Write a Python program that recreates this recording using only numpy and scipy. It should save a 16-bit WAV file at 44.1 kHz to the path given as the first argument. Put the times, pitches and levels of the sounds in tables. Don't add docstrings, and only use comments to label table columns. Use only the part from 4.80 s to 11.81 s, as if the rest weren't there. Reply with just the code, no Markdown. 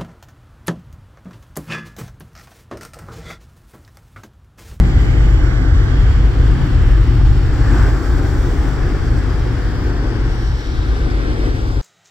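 import sys
import numpy as np
from scipy import signal
from scipy.io import wavfile
from scipy.ndimage import uniform_filter1d, minimum_filter1d

SR = 44100
rng = np.random.default_rng(int(sys.argv[2]) if len(sys.argv) > 2 else 0)


def boost(x):
    u = np.asarray(x, float) / 20
    return 10 ** u


def wav_record(signal):
    frames = np.transpose(np.atleast_2d(signal))
    bounded = np.clip(frames, -1, 1)
    quanta = np.round(bounded * 32767).astype(np.int16)
    wavfile.write(sys.argv[1], SR, quanta)


N = 309305
SIZE, HOP = 1024, 256
WIDEN_S, WIDEN_TAKES_S = 2.66, 0.6

# time in seconds, heading (0 ahead, 1 abeam, 2 astern),
# extra path to the left port in ms, focus as a factor on the likeness of the ports.
TURN = [(0, 0.36, 0, 1.3), (.9, 0.17, 0.024, 1.52), (1.3, 0.54, 0.0066, 1), (1.7, .9, 0.017, 0.92),
        (3, 1.01, 0, 1.2), (4.7, 1.26, 0.012, 0.9), (5.1, 1.18, 0.089, 1), (5.5, 1.53, 0.14, 1.1),
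        (5.9, 1.98, 0.19, 1.2), (6.3, 1.84, 0.25, 1.3), (7.02, 1.5, 0.27, 2.5)]
# frequency in Hz, lag in radians.
PORT_LAG = [(30, 0.15), (150, 0.1), (300, .1)]
# centre in seconds, length in seconds, change in dB.
GUSTS = [(.08, 0.16, -10.5), (.94, 0.071, 6), (1.48, 0.13, -10), (1.77, 0.18, 2), (2.01, .14, 4),
         (2.22, .16, 1), (2.31, 0.12, -5), (2.48, .18, 3.5), (3.02, 0.33, 4), (3.24, .14, -5),
         (3.47, 0.69, 1), (4.38, 0.39, 3.5), (4.67, .2, 2.5), (4.95, .12, 7), (5.83, 0.2, -15),
         (6.6, 0.1, -1)]


def evened(x):
    return x / np.sqrt(np.mean(x ** 2) + 1e-20)


def read(points, hz):
    f, *columns = np.transpose(points)
    return np.array([np.interp(np.log(hz + 1), np.log(f + 1), c) for c in columns])


def follow(rows, t):
    s, *columns = np.transpose(rows)
    return [np.interp(t, s, c) for c in columns]


def bumps(rows, t):
    s, length, *columns = np.transpose(rows)
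    arch = np.cos(np.pi * np.clip((t[:, None] - s) / length, -0.5, 0.5)) ** 2
    return [arch @ c for c in columns]


def drift(t, low_hz, top_hz, count=24):
    rates = np.geomspace(low_hz, top_hz, count)
    return evened(sum(np.sin(2 * np.pi * (f * t + rng.random())) for f in rates))


def bell(hz, centre_hz, width):
    return np.exp(-(np.log((hz + 1) / centre_hz) / width) ** 2)


def beam(t):
    return np.clip(1 - (t - WIDEN_S) / WIDEN_TAKES_S, 0, 1)


def pair(left, right, same, lag, size, hop):
    a, b, c, d = rng.standard_normal((*left.shape[::-1], 4)).T
    same = np.clip(same, 0, 1)
    shared, own = a + 1j * b, c + 1j * d
    left_bins = left * shared * np.exp(-1j * lag)
    right_bins = right * (same * shared + np.sqrt(1 - same ** 2) * own)
    noise = signal.istft(np.array([left_bins, right_bins]), nperseg=size, noverlap=size - hop)[1]
    return evened(noise[:, :N])


def fans():
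    # pitch in Hz, level in dB rms.
    whines = [(319, -42), (485, -47.5), (3272, -67), (3375, -70), (3682, -64), (3883, -66), (4365, -67)]
    t = np.arange(N) / SR
    coarse, out = t[::HOP], np.zeros((2, N))
    delay = follow(TURN, t)[1] / 1000
    for hz, db in whines:
        pitch = hz * (1 + np.interp(t, coarse, 0.0006 * drift(coarse, 0.3, 6)))
        turn = 2 * np.pi * np.cumsum(pitch) / SR
        level = boost(db + np.interp(t, coarse, 2.5 * drift(coarse, 0.3, 4)))
        out += np.sqrt(2) * level * np.cos([turn - 2 * np.pi * hz * delay, turn])
    return out


def port_response(heading, hz):
    # frequency in Hz, left in dB, right in dB,
    # likeness of the ports from 0 to 1, radians by which the left trails.
    ahead = [(200, -2, -3, 1, 0.94), (402, -1, 0.5, 1, -1.7), (600, 0, 2.2, 0, -1.6),
             (1010, 2.5, -5, 0.9, 1), (1500, -1, 7.5, 0.4, -2.1), (2200, -0.5, 6.5, 0.7, -3),
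             (3000, 5, -5.5, 0.85, -3), (3730, 0, -1, 0.7, -3), (4700, -0.5, 2.5, 1, -5),
             (5700, 3, -4, 0.08, -3.5), (7240, 4, 3.5, 0.4, -4.5), (8500, -3, -3.5, 0.05, -12),
             (10500, -0.5, 0, 0.06, 2.5), (14000, 0, -2.5, 0.05, -8.5)]
    abeam = [(199, -1, -0.5, 0.77, -0.56), (393, 3, -2, 1, 0.12), (600, 0.5, -2, 0.65, -0.53),
             (1000, 0.3, -0.6, 0.5, 0.5), (1410, 1.5, 1, 0.58, -0.2), (2280, -1, 0, 0.46, 0.06),
             (2970, -0.7, -3.5, 0, -0.1), (3780, -4, -6.5, 0.23, -1.5), (4700, 1, 3.5, 0.28, -2.3),
             (5970, -1.5, -1, 0.54, 1), (7000, 0.5, 1.8, 0.1, -0.1), (8500, -3.5, 1, 0.5, 0),
             (10500, 0.5, 2, 0.1, -4.5), (14000, 0.5, 1, 0.31, 0.2)]
    astern = [(195, -6, -9, 0.8, -0.1), (404, 3, -4.5, 0.9, -0.26), (597, 1, -4.5, 0.64, 0.6),
              (1000, 1.5, -2.5, 0.98, 0), (1550, 2.5, -4, 0.86, -0.14), (2200, 1.5, 3.5, 0.2, 0.2),
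              (2900, 1.5, -5, 0.3, 1.6), (3820, 2.5, 4.5, 0.4, 1), (4800, -2.5, 4, 0.33, 0),
              (5630, 0.5, 2.5, 0.5, 0.2), (7100, -5.5, -2, 0, -0.3), (8500, -2, 3, 0.38, -0.5),
              (10500, 0.5, 1.5, 0.21, -2.3), (14000, -4, -2.5, 0.18, -1.5)]
    left_db = right_db = link = 0
    for k, table in enumerate([ahead, abeam, astern]):
        weight = np.maximum(1 - abs(np.clip(heading, 0, 2) - k), 0)
        left, right, same, lag = read(table, hz)[:, :, None]
        left_db, right_db = left_db + weight * left, right_db + weight * right
        link = link + weight * same * np.exp(1j * lag)
    return left_db, right_db, link


def roar_level(heading, hz, t):
    # frequency in Hz, level in dB per Hz.
    funnel = [(150, 4), (210, -3), (245, 5.5), (330, 1), (480, -9), (560, -11), (640, -13.5), (800, -10),
              (960, -14.5), (1150, -12), (1300, -14), (1550, -12), (2100, -18.5), (2500, -24)]
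    # frequency in Hz, level in dB per Hz.
    vents = [(2500, -23.8), (3200, -21.5), (4000, -26), (5000, -28.5), (5700, -29), (6300, -33.5),
             (6800, -38), (7400, -32), (8200, -39.5), (9300, -42.5), (9900, -47.5), (11500, -50),
             (13500, -47.5), (15600, -46)]
    # centre in seconds, length in seconds, roar in dB, hiss in dB.
    swells = [(.25, 0.94, -0.1, 2), (1.5, 0.54, -1.1, -1.5), (2.35, 1.7, -1, -.3), (2.96, 0.52, 4.5, 1.5),
              (3.5, 2.3, 1, 1.5), (4, 0.59, 1.2, -0.7), (5.3, 0.49, 0.4, -2.5), (5.8, 0.92, -3, 0),
              (6.4, .4, 1, -1), (6.65, 0.17, 2.5, 1)]
    # centre in seconds, length in seconds, rise in dB.
    glimpse = [
        (5.8, 0.74, 3),
    ]
    roar_db, hiss_db = bumps(swells, t)
    flutter = drift(t, 3.5, 50)
    patches = rng.standard_normal((len(t), len(hz))).T
    patches = uniform_filter1d(patches, size=6, axis=0)
    patches = evened(uniform_filter1d(patches, size=20, axis=1))
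    column = hz[:, None]
    high = np.clip(np.log((column + 1) / 2000) / 1.76, 0, 1)
    level_db = read(funnel + vents[1:], hz).T + (1 - high) * roar_db
    level_db += high * (hiss_db + 0.96 * flutter) + 0.75 * patches

    shadow_db = np.minimum(heading, 1) * (beam(t) * 3 - (1 - beam(t)))
    level_db += bell(column, 3100, 0.4) * shadow_db
    vent_hz = 5300 * 2 ** np.clip(-0.6 * (t - glimpse[0][0]), -1, 1)
    level_db += bell(column, vent_hz, 0.34) * bumps(glimpse, t)[0]
    airy = np.clip(np.minimum(t - 2.8, 4.03 - t) / 0.1, 0, 1)
    level_db += 3 * airy * np.clip(np.log2((column + 1) / 9900) + 1, 0, 1)
    level_db += bell(column, 1400, 0.55) * -10 * np.maximum(t - 6.57, 0)
    level_db -= np.maximum(150 - column, 0) * 0.5
    level_db[hz > 15700] = -150
    return level_db


def roar():
    hz, t = np.fft.rfftfreq(SIZE, 1 / SR), np.arange(N // HOP + 5) * HOP / SR
    heading, path_ms, focus = follow(TURN, t)
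    left_db, right_db, link = port_response(heading, hz)
    level_db = roar_level(heading, hz, t)
    eddies = rng.standard_normal((len(t), len(hz), 2)).T
    eddies = uniform_filter1d(eddies, size=16, axis=1)
    eddies = 1.17 * evened(uniform_filter1d(eddies, size=90, axis=2))
    left = boost(level_db + left_db + eddies[0])
    right = boost(level_db + right_db + eddies[1])
    most_alike = np.maximum(abs(link) * (hz[:, None] < 1500), 0.77)
    same = np.minimum(focus * abs(link), most_alike)
    lag = np.angle(link) + 2 * np.pi * hz[:, None] * path_ms / 1000
    return boost(-25) * pair(left, right, same, lag, size=SIZE, hop=HOP)


def engine():
    # multiple of the cycle rate, level in dB rms.
    orders = [(5, -42), (7, -29), (8, -28), (10, -26), (11, -30), (12, -16), (14, -30), (18, -31),
              (21, -32), (24, -28), (28, -26), (30, -30), (36, -43), (42, -43), (44, -46)]
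    cycle_hz = 4.188
    step = 8
    t = np.arange(N // step + 1) * step / SR
    coarse, out = t[::32], np.zeros((2, len(t)))
    wide_db = -3 - 0.5 * (t - WIDEN_S)
    throb_db = beam(t) * 2.5 + (1 - beam(t)) * wide_db
    throb_db += 0.3 * np.interp(t, coarse, bumps(GUSTS, coarse)[0])
    for k, db in orders:
        share = np.clip((k - 7.5) / 1.3, 0, 1)
        waver_db = np.interp(t, coarse, 1.5 * drift(coarse, 0.2, 2.5))
        start = rng.random()
        wander = np.interp(t, coarse, 0.03 * drift(coarse, 0.1, 1.5))
        turn = 2 * np.pi * (k * cycle_hz * t + start + wander)
        lag = read(PORT_LAG, k * cycle_hz)[0]
        level = boost(db + share * throb_db + waver_db)
        out += np.sqrt(2) * level * np.cos([turn - lag, turn])
    out = signal.resample_poly(out, step, 1, axis=1, padtype="line", window=("kaiser", 14))[:, :N]
    return out * boost(np.array([[1.2], [-1.2]]))


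def buffet():
    # frequency in Hz, level in dB per Hz.
    lumps = [(12, -34.5), (22, 3), (34, 1), (64, 5), (85, -1), (138, -6), (165, -13.5), (215, -25),
             (300, -39)]
    # time in seconds, level in dB.
    wind = [(0, -9), (.5, -16), (.8, -18.5), (1.35, -9.5), (1.65, -15), (2.5, -12), (2.9, -15),
            (3.6, -17.5), (4.1, -16.5), (4.5, -18.5), (5.05, -21), (5.7, -17.5), (6.1, -18), (7.02, -21)]
    # centre in seconds, length in seconds, rise in dB.
    sharp = [
        (0, .8, 14),
        (1.8, 0.96, 8),
        (3, 1.8, -9.5),
        (4.5, 1., 5.5),
        (6.6, 0.87, -10),
    ]
    hz = np.fft.rfftfreq(4 * SIZE, 1 / SR)[:, None]
    frames, t = np.arange(N // SIZE + 5) * SIZE / SR, np.arange(0, N + HOP, HOP) / SR
    shape = boost(read(lumps, hz[:, 0])[0][:, None] - np.maximum(hz - 300, 0) * 0.36)
    sharp_db = bumps(sharp, frames)[0] - 0.4 * bumps(GUSTS, frames)[0]
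    shape = shape * boost(np.clip((hz - 130) / 40, 0, 1) * sharp_db)
    lag = read(PORT_LAG, hz[:, 0]).T
    noise = pair(shape * boost(1.0), shape, 0.96 - hz / 1200, lag, size=4 * SIZE, hop=SIZE)
    strength_db = follow(wind, t)[0] + bumps(GUSTS, t)[0]
    return noise * boost(np.interp(np.arange(N) / SR, t, strength_db))


def scene():
    noise = roar() + buffet()
    dip_hz, width_hz, share = 201.7, 27, 0.63
    noise -= share * signal.lfilter(*signal.iirpeak(dip_hz, dip_hz / width_hz, SR), noise)
    return fans() + engine() + noise


def low_pass(x):
    return signal.sosfilt(signal.butter(12, 17060, fs=SR, output="sos"), x)


def record(dry):
    cut = signal.sosfiltfilt(signal.butter(3, 23, "high", fs=SR, output="sos"), dry)
    room = np.minimum(1, 0.99 / (abs(cut).max(0) + 1e-9))
    gain = uniform_filter1d(minimum_filter1d(room, size=601), size=601)
    return low_pass(cut * gain)


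dry = scene()
out = record(dry)
wav_record(out)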